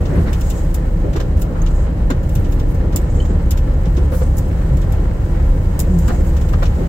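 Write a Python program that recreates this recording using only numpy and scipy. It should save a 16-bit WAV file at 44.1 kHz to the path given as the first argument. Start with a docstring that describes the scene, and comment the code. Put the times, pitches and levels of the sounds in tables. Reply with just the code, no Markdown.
"""A deep, jolting rumble over an engine drone, inside a car creeping along a rutted dirt road.
The ruts pump the cabin air, shake the wheels and ring the body panels; the tyres crunch on grit.
Bumps knock the suspension and trim, loose parts click, squeak and sizzle, light things rustle.
One short low groan sounds near the end."""
import sys
import numpy as np
from scipy import signal
from scipy.fft import rfft, irfft
from scipy.io import wavfile
from scipy.ndimage import uniform_filter1d

SR = 44100
rng = np.random.default_rng(int(sys.argv[2]) if len(sys.argv) > 2 else 0)


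def waveform_to_disk(signal):
    """Save audio, clipped to [-1, 1], as 16-bit WAV at the path in sys.argv[1]."""
    frames = np.transpose(np.atleast_2d(signal))
    scaled = np.clip(frames, -1, 1) * 32767
    samples = np.round(scaled).astype(np.int16)
    wavfile.write(sys.argv[1], SR, samples)


N = 303408
TIME = np.arange(N) / SR
FREQ = np.fft.rfftfreq(N, 1 / SR)


def undb(db):
    """Decibels to gain."""
    return 10 ** (np.asarray(db) / 20)


def curves(table):
    """Each value column of a table, interpolated over time."""
    times_s, *columns = np.transpose(table)
    return [np.interp(TIME, times_s, column) for column in columns]


def unit(x):
    """Scale to rms 1."""
    return x / np.sqrt(np.mean(x ** 2))


def walk(rate_hz):
    """Random drift, rms 1: held levels, smoothed twice."""
    k = max(int(SR / rate_hz), 1)
    held = np.repeat(rng.standard_normal(N // k + 1), k)
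    return unit(uniform_filter1d(uniform_filter1d(held, k), k)[:N])


def resonate(x, hz, width_hz):
    """One resonance, gain 1 at its centre."""
    return signal.lfilter(*signal.iirpeak(min(hz, .45 * SR), hz / width_hz, fs=SR), x)


def levelled(x, span_s):
    """Even out a vibration's strength over spans longer than span_s."""
    k = max(int(span_s * SR), 1)
    power = uniform_filter1d(uniform_filter1d(np.mean(x, axis=0) ** 2, k), k)
    return x / np.sqrt(power + 1e-6)


def hit(start_s, hold_s, t60_s, rise_s):
    """Slice and envelope of an impact: rise, hold, exponential decay."""
    first = max(int(start_s * SR), 0)
    span = slice(first, min(first + SR // 3, N))
    age = TIME[span] - TIME[first]
    decay = np.exp(-np.log(1000) * np.maximum(age - hold_s, 0) / t60_s)
    return span, (1 - np.exp(-age / rise_s)) * decay


def bump(age, rise_s, fall_s):
    """Lopsided Gaussian, peak at age 0."""
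    return np.exp(-(age / np.where(age < 0, rise_s, fall_s)) ** 2)


# Stereo width in the cabin: (frequency [Hz], side minus mid [dB])
CABIN_WIDTH = [(30, -49), (60, -38), (110, -18), (200, -12), (380, -6.5), (530, -9), (700, 2.5),
               (1000, -1.5), (2000, -0.5), (5000, 0.5), (8000, -1)]

def cabin_noise(spectrum, peaks=(), drive=1, ripple_db=3.0):
    """Noise from all sides, rms 1, shaped by (Hz, dB) points: near mono in the bass, wide in the treble."""
    def along(points):
        hz, db = np.transpose(points)
        return np.interp(np.log(FREQ + 1e-9), np.log(hz), db)
    db = along(spectrum)
    for centre_hz, width_hz, lift_db in peaks:
        db = db + lift_db / (1 + (2 * (FREQ - centre_hz) / width_hz) ** 2)
    # reflections ripple the spectrum above the bass
    ripple_hz = np.arange(0, SR, 55)
    ripple = np.interp(FREQ, ripple_hz, rng.standard_normal(len(ripple_hz)))
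    db = db + ripple_db * ripple * np.minimum(FREQ / 1500, 1)
    in_band = (FREQ > spectrum[0][0]) & (FREQ < spectrum[-1][0])
    mid, side = rfft(rng.standard_normal((2, N)) * drive) * undb(db) * in_band
    side = side * undb(along(CABIN_WIDTH))
    return unit(irfft(np.array([mid + side, mid - side]), N))


# Engine speed: (time [s], firing rate [Hz])
FIRING_RATE = [(0, 31.5), (1.8, 32), (2.7, 33), (3.6, 35), (4.7, 34), (5.8, 35), (6.88, 36)]
# Drone partials: (multiple of the firing rate, level [dB])
ENGINE_ORDERS = [(1, -27), (2, -25), (4, -34.5)]

def engine():
    """A slow engine drones and throbs with its load; a faint steady hum runs beside it."""
    throb_db, hum_hz, hum_db = 2.5, 164.4, -34.5
    firings = np.cumsum(curves(FIRING_RATE)[0] * (1 + 0.0059 * walk(6))) / SR
    drone = np.zeros(N)
    for order, db in ENGINE_ORDERS:
        gain = undb(db + throb_db * walk(7))
        drone += gain * np.sin(2 * np.pi * (order * firings + rng.random()))
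    hum = undb(hum_db + 1.8 * walk(4.02)) * np.sin(2 * np.pi * hum_hz * TIME)
    return np.sqrt(2) * (drone + hum)


# Crunch, sizzle and dust hiss spectra: (frequency [Hz], relative density [dB])
CRUNCH_SPECTRUM = [(350, -3), (650, -3.5), (820, 2), (1000, 0.5), (1200, -5), (1500, -6.5), (1900, -9),
                   (2500, -16), (3200, -19), (4300, -23.5), (6000, -29.5), (9000, -40)]
SIZZLE_SPECTRUM = [(3500, -15), (6200, -12.5), (6700, 1.5), (7400, 1), (8050, -3), (8400, -14),
                   (11000, -33)]
DUST_SPECTRUM = [(2500, -4), (4500, -5), (8000, 0), (9000, -10.5), (10300, -3.5), (12500, -6.5),
                 (13400, -3.5), (15800, -5)]
# Tyre crunch: (time [s], base level [dB])
CRUNCH_COURSE = [(0, -36.5), (.35, -35.5), (.7, -38.5), (1.35, -38.5), (1.7, -38), (3.4, -37.5),
                 (4.5, -37.5), (5.6, -37.5), (6.88, -36)]
# Loose grit under the car: (time [s], relative treble level [dB])
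GRIT_COURSE = [(0.0, -54), (0.57, -49.5), (0.82, -55.5), (1.44, -60.5), (1.63, -56.5), (2.14, -61.5),
               (2.47, -55), (2.74, -62), (3.05, -61), (4.06, -56.5), (4.31, -53), (4.54, -53.5),
               (5.14, -58.5), (5.65, -55.5), (6.07, -49.5), (6.88, -51.5)]
# Sizzle swells: (start [s], length [s], level [dB])
SIZZLE_SWELLS = [(0.368, 0.3, -43), (1.64, 0.26, -52.5), (3.02, 0.37, -49), (5.82, 0.59, -49)]

def tyres_on_grit(panel_gain):
    """Tyres crush countless grains, louder as the panels shake; a narrow sizzle and dust hiss lie above."""
    grit_db, shake_db = curves(GRIT_COURSE)[0], 20 * np.log10(panel_gain)
    grit_db, shake_db = grit_db - grit_db.mean(), shake_db - shake_db.mean()
    crunch = cabin_noise(CRUNCH_SPECTRUM, drive=undb(1.2 * walk(600)), ripple_db=2.3)
    crunch *= undb(curves(CRUNCH_COURSE)[0] + 0.19 * shake_db + 0.77 * walk(24.99))
    sizzle_db, dust_db = -62 + 0.8 * grit_db, -52.5 + 0.64 * grit_db
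    sizzle_power = undb(sizzle_db) ** 2
    for start_s, length_s, db in SIZZLE_SWELLS:
        swell = np.sin(np.pi * np.clip((TIME - start_s) / length_s, 0, 1))
        sizzle_power += (undb(db) * swell) ** 2
    sizzle = cabin_noise(SIZZLE_SPECTRUM, ripple_db=4.0) * np.sqrt(sizzle_power) * undb(2.6 * walk(90))
    dust = cabin_noise(DUST_SPECTRUM, ripple_db=3.5) * undb(dust_db + walk(90) + 0.9 * walk(12))
    return crunch + sizzle + dust


# Scrapes and rustles: (start [s], length [s], centre [Hz], width / centre, relative level [dB])
RUSTLE_SWELLS = [(0.102, 0.14, 1650, 0.4, -39.5), (.14, .12, 10000, 1, -50.5),
                 (0.25, 0.085, 1650, 0.37, -38), (0.252, 0.075, 3670, 0.44, -49),
                 (.36, .26, 13000, .7, -54), (1.387, .04, 13500, 1, -43), (1.43, 0.35, 1200, .45, -42),
                 (2.285, 0.16, 13000, 0.45, -50), (2.498, .07, 13000, .5, -49),
                 (2.67, 0.085, 12000, 1, -53), (4.112, 0.12, 13000, 0.82, -38.5),
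                 (4.125, 0.17, 7400, 0.62, -48), (4.35, 0.057, 12000, 1, -46),
                 (4.49, 0.064, 1800, 0.68, -46), (5.31, 0.089, 1800, .9, -46),
                 (5.99, 0.046, 13500, .6, -50), (6.22, 0.11, 14000, 0.4, -51)]

def rustles():
    """Grit scrapes and light things brush past each other in swells of uneven hiss."""
    out = np.zeros((2, N))
    friction = rng.standard_normal((2, N)) * undb(2.8 * walk(130))
    for start_s, length_s, hz, width_ratio, db in RUSTLE_SWELLS:
        span = slice(int(start_s * SR), int((start_s + length_s) * SR))
        width_hz = min(hz * width_ratio, .4 * SR)
        hiss = resonate(resonate(friction[:, span], hz, width_hz), hz, width_hz)
        swell = np.sin(np.linspace(0, np.pi, hiss.shape[1]))
        out[:, span] += undb(db + 2.0) * swell * unit(hiss)
    return out


# Pings and squeaks: (start [s], pitch [Hz], level [dB], t60 [s])
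SQUEAK_NOTES = [(1.617, 6530, -29.5, 0.025), (1.665, 2950, -35, 0.031), (3.201, 3040, -27.5, 0.045),
                (3.202, 4300, -44, .03), (3.221, 3110, -40, 0.079)]

def squeaks():
    """A small part slips or is flicked and rings on one slightly rough note."""
    out = np.zeros((2, N))
    waver = 1 + .012 * np.array([walk(900), walk(900)])
    for start_s, hz, db, t60_s in SQUEAK_NOTES:
        span, envelope = hit(start_s, hold_s=0.0038, t60_s=t60_s, rise_s=0.0013)
        phase = 2 * np.pi * np.cumsum(hz * waver[:, span], axis=1) / SR
        out[:, span] += undb(db) * envelope * np.sin(phase)
    return out


def groan():
    """A short hollow tone swells, sinks in pitch and fades."""
    start_s, length_s, level_db = 5.89, 0.124, -15.5
    start_hz, sag_hz_per_s = 190, 236
    age = np.clip(TIME - start_s, 0, length_s)
    phase = 2 * np.pi * np.cumsum(start_hz - sag_hz_per_s * age) / SR
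    swell = np.sqrt(2 * np.abs(np.sin(np.pi * age / length_s)))
    return undb(level_db) * swell * (np.sin(phase) + undb(-18.5) * np.sin(2 * phase))


# Bright tick and dull clack spectra: (frequency [Hz], relative density [dB])
TICK_SPECTRUM = [(3000, -22), (5500, -7), (6500, -4), (7400, -0.5), (8500, -8), (10500, -7.5), (12000, -8),
                 (13500, -1), (16000, -7.5)]
CLACK_SPECTRUM = [(800, 9), (1800, 3.5), (3200, 6), (5000, 0), (6500, 2), (10000, -16)]
# Modes of loose metal bits: (frequency [Hz], relative level [dB], t60 [s])
METAL_MODES = [(5030, -7, .08), (5900, -14, .08), (6730, -5.5, 0.081), (7030, -4.5, .09), (7160, -5, 0.076),
               (7380, -2, .08), (7800, -5, .08), (8023, -5, .09), (8800, -11, .07), (11600, -4.5, .08),
               (12470, -11, .16), (13355, 0, .09), (13960, -8, .09), (14420, -7, .13)]
# Contacts: (start [s], tick gain [dB], clack gain [dB], rise [s], favoured ring [Hz], ring L - R [dB])
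CLICK_HITS = [(0.053, -52, -38, 0.0025, 5100, 0), (0.328, -31, -33.5, .002, 6700, 2),
              (0.41, -32, -38, 0.00036, 7100, -4), (0.501, -29.5, -35, .0004, 6900, -4),
              (0.743, -22.5, -40, 0.00089, 11650, -1), (1.13, -39, -39.5, .003, 8020, 0),
              (1.161, -33, -36.5, .004, 6900, 2), (1.2, -34, -34, .003, 5800, 0),
              (1.369, -36, -46, .002, 14400, 0), (1.414, -31, -44, .002, 13350, -3),
              (1.419, -28, -56, .0005, 13350, -3), (1.618, -39, -56, .001, 6900, -2),
              (1.661, -54, -34.5, .002, 6700, -3), (2.103, -29, -33.5, .001, 6940, 0),
              (2.229, -40, -52, .003, 6900, 0), (2.292, -36.5, -46, .001, 14400, -4),
              (2.353, -30.5, -37, .0005, 14400, 3), (2.445, -51, -41, .003, 7070, -4),
              (2.52, -35, -42, .003, 6700, 0), (2.594, -35, -40, .004, 6800, 0),
              (2.744, -40, -52, .001, 6700, 0), (2.924, -41, -42, .002, 7100, 2),
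              (2.9606, -17, -36, .0003, 7350, -8), (3.016, -43.5, -62, .0005, 8020, -2),
              (3.252, -43, -47, .002, 7400, 1), (3.508, -21, -32.5, 0.00075, 5065, -1),
              (3.572, -31, -37, .005, 5800, -11), (3.853, -48, -41.5, .003, 5800, -1),
              (3.965, -43, -36.5, .004, 5060, 2), (4.369, -32, -55, .001, 6660, 0),
              (4.381, -24.5, -50, .0015, 13900, 0), (4.768, -34, -46, .003, 7040, 0),
              (4.814, -39, -43, .002, 7400, 0), (4.9225, -34.5, -44, .0005, 11650, 1),
              (5.7918, -18.5, -39, .0008, 8020, -7), (5.801, -22, -48, .0008, 7095, -13),
              (5.9875, -29.5, -48, .001, 6750, -4), (6.077, -26, -36.5, .005, 7700, -2),
              (6.364, -35, -40, 0.0046, 6740, 7), (6.41, -37, -42, .004, 5070, -2),
              (6.486, -35, -42, 0.0036, 14400, -3), (6.528, -35, -47, 0.0035, 5800, 1),
              (6.627, -32, -33.5, .004, 5100, -1), (6.653, -38, -35.5, .004, 6860, 0)]

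def clicks():
    """Loose parts snap and chatter: a bright tick with a thin metal ring, and a duller clack."""
    chatter_db, crack_db, ring_db = -9, -1, -15.5
    favour_db, favour_width_hz, scatter_db = 9.5, 330, 2
    hard_rise_s, crack_decay_s, snap_decay_s = .0007, .0014, .0024
    out = np.zeros((2, N))
    tick_noise = cabin_noise(TICK_SPECTRUM) * undb(1.9 * walk(700))
    clack_noise = cabin_noise(CLACK_SPECTRUM) * undb(walk(500))
    crack_noise = cabin_noise([(4000, -14), (7000, -3), (10000, -4), (13000, 0), (16000, 2)])
    mode_hz, mode_db, mode_t60_s = np.transpose(METAL_MODES)
    poles = 2j * np.pi * mode_hz - np.log(1000) / mode_t60_s
    for start_s, tick_db, clack_db, rise_s, favoured_hz, pan_db in CLICK_HITS:
        # stronger clicks chatter longer
        span, envelope = hit(start_s, hold_s=.02 * undb(tick_db) ** .5, t60_s=0.07, rise_s=rise_s)
        age = TIME[:len(envelope)]
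        chatter = undb(chatter_db) * tick_noise[:, span] * envelope
        # fast contacts add a glassy crack
        hardness = 1 / (1 + (rise_s / hard_rise_s) ** 2)
        crack = undb(crack_db) * hardness * crack_noise[:, span] * np.exp(-age / crack_decay_s)
        # each contact point excites its own mix of modes
        lift_db = favour_db / (1 + ((mode_hz - favoured_hz) / favour_width_hz) ** 2)
        mix_db = mode_db + lift_db + scatter_db * rng.standard_normal(len(mode_hz))
        weights = undb(mix_db) * np.exp(2j * np.pi * rng.random((2, len(mode_hz))))
        ring = (weights @ np.exp(poles[:, None] * age)).real * (1 - np.exp(-age / rise_s))
        ring *= undb(ring_db + np.array([[pan_db], [-pan_db]]) / 2)
        snap = 1 + undb(1.5) * np.exp(-age / snap_decay_s)
        tick = (chatter + crack + ring) * snap * undb(tick_db)
        # heavier parts build up more slowly
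        _, clack_envelope = hit(start_s, hold_s=0.0047, t60_s=0.098, rise_s=0.0024)
        clack = clack_noise[:, span] * clack_envelope * undb(clack_db + 2.0)
        out[:, span] += tick + clack
    return out


# Suspension thud spectrum: (frequency [Hz], relative density [dB])
THUD_SPECTRUM = [(120, 11.5), (300, 4), (520, 2.5), (750, -4), (1300, -30), (2000, -18.5), (3500, -46),
                 (8000, -48)]
# Suspension and trim knocks: (start [s], thud gain [dB], panel note [Hz], clap gain [dB], hold [s])
KNOCK_HITS = [(0.092, -22, 331, -38, 0.015), (0.125, -13.5, 345, -51, 0.022), (0.173, -19, 322, -35, 0.015),
              (0.264, -17.5, 258, -37.5, 0.038), (1.037, -17.5, 384, -51, 0.019),
              (1.154, -13, 340, -30, 0.017), (1.196, -18, 307, -32, 0.015), (2.1, -7.5, 290, -23.5, 0.013),
              (2.8, -21, 283, -44, 0.015), (2.929, -29, 361, -48, 0.018), (3.299, -12.5, 262, -39, 0.0097),
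              (3.974, -13, 324, -39, 0.016), (4.119, -15.5, 520, -34, 0.03),
              (4.214, -11, 516, -32.5, 0.0086), (4.834, -28, 250, -53, 0.015),
              (6.08, -16, 250, -29.5, 0.023), (6.104, -20, 710, -40, 0.037),
              (6.199, -15.5, 307, -51, 0.015), (6.533, -19, 390, -27.5, 0.0078),
              (6.621, -16.5, 615, -26.5, 0.014), (6.78, -14, 254, -45, 0.015),
              (6.807, -15.5, 370, -50, 0.02)]

def knocks():
    """Bumps bottom out the suspension, ring one panel and clap the trim against the body."""
    out = np.zeros((2, N))
    thud_noise = cabin_noise(THUD_SPECTRUM)
    clap_noise = cabin_noise([(500, -3.0), (1100, 10.5), (1900, 0.5), (3000, -9.0), (6000, -15)])
    for start_s, thud_db, panel_hz, clap_db, hold_s in KNOCK_HITS:
        span, envelope = hit(start_s, hold_s, t60_s=0.082, rise_s=0.0014)
        ring = undb(13.5) * resonate(thud_noise[:, span], panel_hz, width_hz=80)
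        thud = levelled(thud_noise[:, span] + ring, span_s=0.0083) * undb(thud_db - 8.5)
        clap = clap_noise[:, span] * undb(clap_db - 0.5)
        out[:, span] += envelope * (thud + clap)
    return out


# Panel booms: (peak time [s], pitch [Hz], level [dB])
PANEL_THUMPS = [(0.185, 175, -18), (1.365, 84, -12.5), (2.375, 121, -18.5), (3.35, 140, -22),
                (3.675, 165, -21), (4.73, 133.6, -18), (6.035, 156, -23), (6.215, 178, -24)]

def panel_thumps():
    """A bump swings a large panel on one low note, damped within a few cycles."""
    out = np.zeros(N)
    for peak_s, hz, db in PANEL_THUMPS:
        age = TIME - peak_s
        swing = undb(db) * bump(age, rise_s=0.023, fall_s=.032)
        out += swing * np.sqrt(2) * np.sin(2 * np.pi * (hz * age + rng.random()))
    return out


# Steady shake: (time [s], cabin boom [dB], wheel rumble [dB], panel ring [dB])
SHAKE_COURSE = [(0.0, -29, -18.5, -21.5), (0.45, -20.5, -20, -25.5), (1.05, -17, -19.5, -24.5),
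                (1.4, -20.5, -18.5, -23.5), (1.8, -23, -18, -24), (2.25, -17, -17.5, -23.5),
                (2.65, -17, -18, -24.5), (3.3, -18, -17, -24.5), (4.3, -19.5, -16.5, -25.5),
                (4.75, -16.5, -16, -23), (5.15, -18.5, -17.5, -25), (5.7, -17.5, -17.5, -23.5),
                (6.25, -18.5, -17, -24), (6.88, -17, -18.5, -24)]
# Ruts: (peak time [s], wheel thump [dB], panel ring [dB])
RUT_JOLTS = [(0.035, -16.5, -32), (0.185, -11, -19), (0.93, -14, -33), (1.06, -20, -21.5), (1.36, -18, -37),
             (1.81, -13, -38), (2.03, -16, -37), (2.38, -18, -25), (2.845, -20, -23.5), (2.95, -14, -23),
             (3.15, -17, -26.5), (3.35, -18, -23.5), (3.44, -13.5, -39), (3.68, -20, -23.5),
             (3.88, -12, -24), (4.03, -15, -24.5), (4.73, -13, -25), (4.85, -15.5, -31), (5.42, -15, -38),
             (5.57, -13.5, -42), (6.08, -10, -27), (6.53, -15.5, -27), (6.69, -15.5, -33)]
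# Dips that heave the cabin: (peak time [s], length [s], boom [dB])
ROAD_DIPS = [(0.462, 0.15, -14.5), (1.717, 0.37, -13), (3.493, 0.1, -17), (4.278, 0.37, -17),
             (5.5, 0.15, -12)]

def road_shake():
    """Gains of boom, wheels and panels: the steady shake, ruts and dips add in power."""
    boom_power, wheel_power, panel_power = undb(curves(SHAKE_COURSE)) ** 2
    for peak_s, wheel_db, panel_db in RUT_JOLTS:
        jolt = bump(TIME - peak_s, rise_s=0.02, fall_s=0.03)
        wheel_power += jolt * undb(wheel_db) ** 2
        panel_power += jolt * undb(panel_db) ** 2
    for peak_s, length_s, db in ROAD_DIPS:
        heave = np.cos(np.pi * np.clip((TIME - peak_s) / length_s, -.5, .5))
        boom_power += (undb(db) * heave) ** 2
    return np.sqrt([boom_power, wheel_power, panel_power])


# Cabin air, wheel and body panel spectra: (frequency [Hz], relative density [dB])
BOOM_SPECTRUM = [(14, -18), (22, -10), (29, -4), (32, -2.5), (34.7, 12), (38, -3), (44, -9), (70, -50)]
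WHEEL_SPECTRUM = [(32, -29), (44, -3.5), (55, 5.5), (68, 3), (76, -1), (86, 1), (100, -4), (118, -15),
                  (170, -29)]
PANEL_SPECTRUM = [(75, -24), (115, -2), (175, -3), (205, -5), (260, -8.5), (350, -12), (440, -14.5),
                  (560, -13), (700, -22.5), (1000, -44), (2000, -63)]
# Panel resonances: (centre [Hz], width [Hz], lift [dB])
PANEL_MODES = [(139.3, 36, 4.5), (172.2, 9.7, 7), (288.3, 12, 7.5), (334.3, 12.3, 7), (511, 52, 3.5)]

def road_rumble(boom_gain, wheel_gain, panel_gain):
    """Ruts pump the cabin air, shake the wheels and ring the panels."""
    boom = levelled(cabin_noise(BOOM_SPECTRUM), span_s=0.15) * boom_gain
    wheels = levelled(cabin_noise(WHEEL_SPECTRUM), span_s=0.11) * wheel_gain
    panels = levelled(cabin_noise(PANEL_SPECTRUM, PANEL_MODES), span_s=0.11) * panel_gain
    return boom * undb(0.3) + wheels * undb(0.1) + panels * undb(0.23)


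def scene():
    """Stereo mix at the front seat."""
    boom_gain, wheel_gain, panel_gain = road_shake()
    low_end = engine() + road_rumble(boom_gain, wheel_gain, panel_gain) + panel_thumps()
    return low_end + tyres_on_grit(panel_gain) + clicks() + knocks() + squeaks() + rustles() + groan()


def record(dry):
    """Edge fades, low cut, soft peak limit, high cut."""
    fade_s, low_cut_hz, ceiling, high_cut_hz = .01, 19, .8, 15750
    faded = dry * np.minimum(np.minimum(TIME, TIME[::-1]) / fade_s, 1)
    high_passed = irfft(rfft(faded) * FREQ ** 8 / (FREQ ** 8 + low_cut_hz ** 8), N)
    limited = high_passed / (1 + (high_passed / ceiling) ** 6) ** (1 / 6)
    return signal.sosfilt(signal.ellip(10, .2, 80, high_cut_hz, fs=SR, output="sos"), limited)


dry = scene()
out = record(dry)
waveform_to_disk(out)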